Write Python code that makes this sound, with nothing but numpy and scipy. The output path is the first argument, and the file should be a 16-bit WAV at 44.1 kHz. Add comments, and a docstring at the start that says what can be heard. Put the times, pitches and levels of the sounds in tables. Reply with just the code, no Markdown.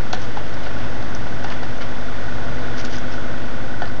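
"""A small room, microphone close to a humidifier. From the start its motors hum, air rushes from the
outlet, and a loose part chatters whenever the mains vibration and the turning fan push it together.
Almost at once a pet bird on the plastic lid taps it with beak and claws and rustles its feathers.
After 2 s the bird pauses, the chatter grows and handling the microphone makes a brief low rumble.
Light ticks and rustles return near 2.8 s, and one last tap lands just before the end."""
import sys
import numpy as np
from scipy import signal
from scipy.fft import rfft, irfft
from scipy.io import wavfile
from scipy.ndimage import uniform_filter1d

SR = 44100
rng = np.random.default_rng(int(sys.argv[2]) if len(sys.argv) > 2 else 0)


def pcm_store(signal):
    """Save signal as 16-bit PCM."""
    levels = np.round(np.clip(np.atleast_2d(signal), -1, 1) * 32767)
    wavfile.write(sys.argv[1], SR, levels.astype(np.int16).T)


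N = 176400
T = np.arange(N) / SR
MAINS_HZ, SHAFT_HZ = 50.1, 19.84

# hum lines of the motors and housing: f/Hz, level/dB
HUM_LINES = [(50.1, -36.5), (100.2, -40.5), (108.8, -52.5), (120, -42.5), (150.2, -59.5), (170.2, -52.5),
             (200.4, -46), (220.2, -51), (300.6, -46.5), (320.4, -46), (340.2, -47), (350.8, -55.5),
             (400.8, -51.5), (671.1, -47.5), (691, -52)]
# rise and fall of the hum at the microphone: t/s, gain/dB
HUM_GAIN = [(0, -2.5), (1, 0.8), (1.8, -1), (2.7, .6), (4, 0)]
# two strong motor lines that beat against each other: f/Hz, level/dB
BEATING_LINES = [(240.1, -43.5), (250.5, -41)]
# rise and fall of that pair as the microphone moves: t/s, gain/dB
BEATING_GAIN = [(0, -4), (.55, -2.5), (.9, -0.5), (1.4, -0.5), (2.2, 0), (2.5, 1.5), (2.85, 4), (3.2, 1.6),
                (4, 0)]
# spectrum of the air at the outlet: f/Hz, relative density/dB
AIR_SPECTRUM = [(15, -3.5), (70, -3.5), (95, -1), (112, 8), (140, 0), (280, -3), (390, -6.5), (510, 1),
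                (600, -1), (680, -4), (860, -3.5), (1020, -7.5), (1300, -6.5), (1650, -8), (1900, -7.5),
                (2300, -14.5), (2900, -17), (3450, -14), (3900, -20.5), (4800, -21), (6000, -24),
                (6600, -27.5), (7100, -41.5)]
# rise and fall of the rush at the microphone: t/s, gain/dB
AIR_GAIN = [(0, 0.5), (.9, 1), (2.1, 0.77), (2.65, 2), (3.1, 1), (3.5, 0.44), (4, -1.5)]
# modes of the loose part: f/Hz, level/dB, t60/s
LOOSE_MODES = [(1464, 5.5, 0.023), (1935, -15, 0.038), (700, -18.5, 0.01)]
# strength of the chatter: t/s, gain/dB
CHATTER_GAIN = [(0, -23.5), (1.2, -22), (2, -21.5), (2.4, -18.5), (3.2, -18), (3.78, -19.5), (3.87, -19),
                (4, -22.5)]
# light contacts of beak and claws: t/s, level/dB, centre f/Hz, width/octaves, t60/s
TICKS = [(0.129, -17, 4100, 0.52, 0.022), (.145, -29, 4600, 0.35, 0.023), (.538, -36, 5000, 0.27, 0.031),
         (0.634, -33, 3180, 0.57, 0.036), (0.66, -29, 2900, 0.34, 0.027), (1.026, -29.5, 3700, 0.39, 0.017),
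         (1.149, -16.5, 5420, 0.13, 0.0098), (1.44, -31, 5500, 0.23, 0.011), (1.502, -29, 3100, .5, 0.02),
         (1.779, -33.5, 5600, 0.14, 0.014), (2.779, -35.5, 4760, 0.25, .045),
         (2.794, -40, 5200, 0.38, 0.054), (2.849, -25, 4640, 0.47, 0.019), (2.867, -35.5, 4400, .35, 0.02),
         (2.927, -43, 4600, 0.49, .025), (2.952, -34, 4900, 0.2, 0.024), (2.982, -30, 5900, 0.21, 0.02),
         (3.12, -37, 5200, 0.11, 0.041), (3.855, -32, 3700, 0.35, 0.019), (3.876, -35.5, 4600, .1, 0.022)]
# taps on the lid: t/s, thump/dB, thump f/Hz, upper modes/dB, click/dB, thud/dB, rebound/dB re thump
TAPS = [(.1325, -16.5, 749, -19.5, -25, -16, -10.5), (.372, -18.5, 830, -30, -35.5, -41, -26),
        (.667, -28, 726, -25.5, -43, -36, -16), (1.267, -27, 710, -40, -40.5, -31, -13),
        (1.444, -19.5, 780, -23.5, -31.5, -21, -7.5), (1.631, -26, 770, -29, -35, -26, -9),
        (3.8195, -16, 700, -19.5, -34, -19, -8.5)]
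# hollow modes under a tap: ratio to thump pitch, level/dB, t60/s
THUMP_MODES = [(1.001, 6, 0.027), (1.148, -5.5, 0.045), (1.279, -19, 0.014)]
# upper modes of the lid: f/Hz, level/dB, t60/s
LID_MODES = [(1480, 8, 0.019), (1750, -9, 0.15), (3000, -19, 0.056), (4600, -13, 0.043)]
# low mode of the whole housing: f/Hz, level/dB, t60/s
HOUSING_MODE = [(377, -1, 0.031)]
# spectrum of a tap's click and of the room's tail: f/Hz, relative density/dB
CLICK_SPECTRUM = [(200, 0), (500, -7), (1800, -2), (2600, 2), (3400, 3.5), (5000, -8.5), (6200, -6.5),
                  (7100, -30)]
# feathers and feet brushing the lid: middle t/s, length/s, level/dB, tilt/(dB per octave)
RUSTLES = [(0.22, 0.046, -43.5, 6), (0.654, 0.037, -45, -1), (0.81, 0.084, -38.5, -6),
           (1.512, 0.042, -35, -4), (1.822, 0.026, -33, -4.5), (2.793, 0.031, -36, 1),
           (2.857, 0.024, -37.5, 1.5), (2.94, 0.05, -38, 2.5), (3.128, 0.028, -41, 2),
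           (3.873, 0.015, -34, -8.5)]
# spectrum of a rustle before its tilt: f/Hz, relative density/dB
FEATHER_SPECTRUM = [(300, -20), (1100, 5), (2200, 3.5), (3200, 2.5), (3900, -4.5), (4900, 1.5), (6300, -4),
                    (7100, -22)]
# spectrum of the handling rumble: f/Hz, relative density/dB
RUMBLE_SPECTRUM = [(15, -4), (50, -3), (75, -6), (115, 4), (160, -7), (240, -14), (400, -27), (1500, -61)]


def undb(db):
    """Decibels to gain."""
    return 10 ** (np.asarray(db) / 20)


def curve(rows):
    """Gain over time from points of t/s, gain/dB."""
    return undb(np.interp(T, *np.array(rows).T))


def drift(rate_hz):
    """Smooth random drift with a spread of about 1."""
    hold = int(SR / rate_hz)
    steps = np.repeat(rng.standard_normal(N // hold + 1), hold)
    return 1.73 * uniform_filter1d(uniform_filter1d(steps, hold), hold)[:N]


def noise(gain_at):
    """Noise of rms 1 whose spectrum is a function of log2 frequency."""
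    octaves = np.log2(np.arange(N // 2 + 1) * SR / N + 1)
    shaped = irfft(rfft(rng.standard_normal(N)) * gain_at(octaves), N)
    return shaped / shaped.std()


def coloured(points):
    """Noise of rms 1 shaped by points of f/Hz, density/dB."""
    hz, db = np.array(points).T
    return noise(lambda octave: undb(np.interp(octave, np.log2(hz), db)))


def fade(t, t60):
    """Exponential decay from time zero, silent before it."""
    return (t >= 0) * np.exp(-np.log(1000) * np.maximum(t, 0) / t60)


def swell(middle_s, length_s, db):
    """A bell-shaped rise and fall."""
    return undb(db) * np.exp(-2 * ((T - middle_s) / length_s) ** 2)


def ring(modes, rise_s):
    """Damped modes ringing after a soft contact."""
    t = T[:SR // 4]
    ringing = sum(undb(db) * fade(t, t60) * np.sin(2 * np.pi * hz * t) for hz, db, t60 in modes)
    return (1 - np.exp(-t / rise_s)) * ringing


def add(out, start, sound):
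    """Mix a sound in at a time in seconds."""
    i = max(int(start * SR), 0)
    out[i:i + len(sound)] += sound[:max(N - i, 0)]


def motor_hum(lines, waver_db=.6, waver_rad=.08):
    """The motors, close by: steady tones, each wavering a little in level and phase."""
    out = np.zeros(N)
    for hz, db in lines:
        amplitude = np.sqrt(2) * undb(db + waver_db * drift(2.9))
        phase = 2 * np.pi * (hz * T + rng.random()) + waver_rad * drift(4.5)
        out += amplitude * np.sin(phase)
    return out


def air_rush(base_db=-32.5, flicker_db=-.02):
    """The fan drives air from the outlet; three bands below 2.3 kHz flicker by a hair."""
    rest, out = coloured(AIR_SPECTRUM), np.zeros(N)
    for edge_hz in (200, 900, 2300):
        band = signal.sosfiltfilt(signal.butter(2, edge_hz, fs=SR, output="sos"), rest)
        out += band * undb(flicker_db * drift(15))
        rest = rest - band
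    return (out + rest) * undb(base_db) * curve(AIR_GAIN)


def chatter(first_knock_s=.0068, first_swing_s=.0112, swing_db=25, scatter_db=1.1, detune=.009):
    """The loose part knocks once per mains cycle, hardest when the fan's swing lines up with it."""
    out = np.zeros(N)
    for start in np.arange(first_knock_s, N / SR, 1 / MAINS_HZ):
        force_draw, pitch_draw = rng.standard_normal(2)
        apart = np.sin(np.pi * SHAFT_HZ * (start - first_swing_s)) ** 2  # 0 when lined up
        modes = [(hz * (1 + detune * pitch_draw), db, t60) for hz, db, t60 in LOOSE_MODES]
        strength = undb(scatter_db * force_draw - swing_db * apart ** 2.1)
        add(out, start, strength * ring(modes, rise_s=.0043))
    return out * curve(CHATTER_GAIN)


def bird_ticks(rise_s=.001):
    """Beak and claws touch the plastic, each contact a short band of bright noise."""
    out = np.zeros(N)
    for start, db, hz, width, t60 in TICKS:
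        band = noise(lambda octave: np.exp(-.5 * ((octave - np.log2(hz)) / width) ** 2))
        attack = np.clip((T - start) / rise_s, 0, 1)
        out += undb(db) * band * attack * fade(T - start, t60)
    return out


def lid_taps(rise_s=.00089, rebound_s=.0097, click_t60_s=.06):
    """Each tap clicks and rings lid and housing; its hollow thump, pitched by the spot, rebounds once."""
    out, click = np.zeros(N), coloured(CLICK_SPECTRUM)
    for start, thump_db, hz, upper_db, click_db, thud_db, rebound_db in TAPS:
        hollow_modes = [(hz * ratio, db, t60) for ratio, db, t60 in THUMP_MODES]
        thump = undb(thump_db) * ring(hollow_modes, rise_s)
        upper = undb(upper_db) * ring(LID_MODES, rise_s)
        thud = undb(thud_db) * ring(HOUSING_MODE, rise_s)
        add(out, start, thump + upper + thud)
        add(out, start + rebound_s, undb(rebound_db) * thump)
        out += undb(click_db) * click * fade(T - start, click_t60_s)
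    return out


def feather_rustles(grain_db=3):
    """Feathers and feet brush the lid in short grainy swells, some duller than others."""
    out = np.zeros(N)
    for middle_s, length_s, db, tilt in RUSTLES:
        spectrum = [(hz, level + tilt * np.log2(hz)) for hz, level in FEATHER_SPECTRUM]
        out += swell(middle_s, length_s, db) * coloured(spectrum)
    return out * undb(grain_db * drift(300))


def handling_rumble():
    """A brief low rumble as the microphone is handled."""
    return swell(middle_s=2.52, length_s=.089, db=-32) * coloured(RUMBLE_SPECTRUM)


def room(direct, delay_s=.004, t60_s=.35, tail_db=-15.5):
    """At close range the furnished room's short tail sits well under the direct sound."""
    tail = coloured(CLICK_SPECTRUM)[:SR // 2] * fade(T[:SR // 2] - delay_s, t60_s)
    return direct + undb(tail_db) * signal.fftconvolve(direct, tail / np.linalg.norm(tail))[:N]


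def scene():
    """One microphone near the humidifier, the bird on top; only the contacts get the room's tail."""
    motors = curve(HUM_GAIN) * motor_hum(HUM_LINES) + curve(BEATING_GAIN) * motor_hum(BEATING_LINES)
    air, handling = air_rush(), handling_rumble()
    contacts = chatter() + lid_taps() + bird_ticks() + feather_rustles()
    return (motors + air + handling + room(contacts))[None]


def record(dry):
    """A narrow-band recorder cuts the top; its signal rests on a constant offset."""
    top_hz, offset = 7250, -.34
    lowpass = signal.ellip(12, .2, 80, top_hz, fs=SR, output="sos")
    return offset + signal.sosfilt(lowpass, dry)


dry = scene()
out = record(dry)
pcm_store(out)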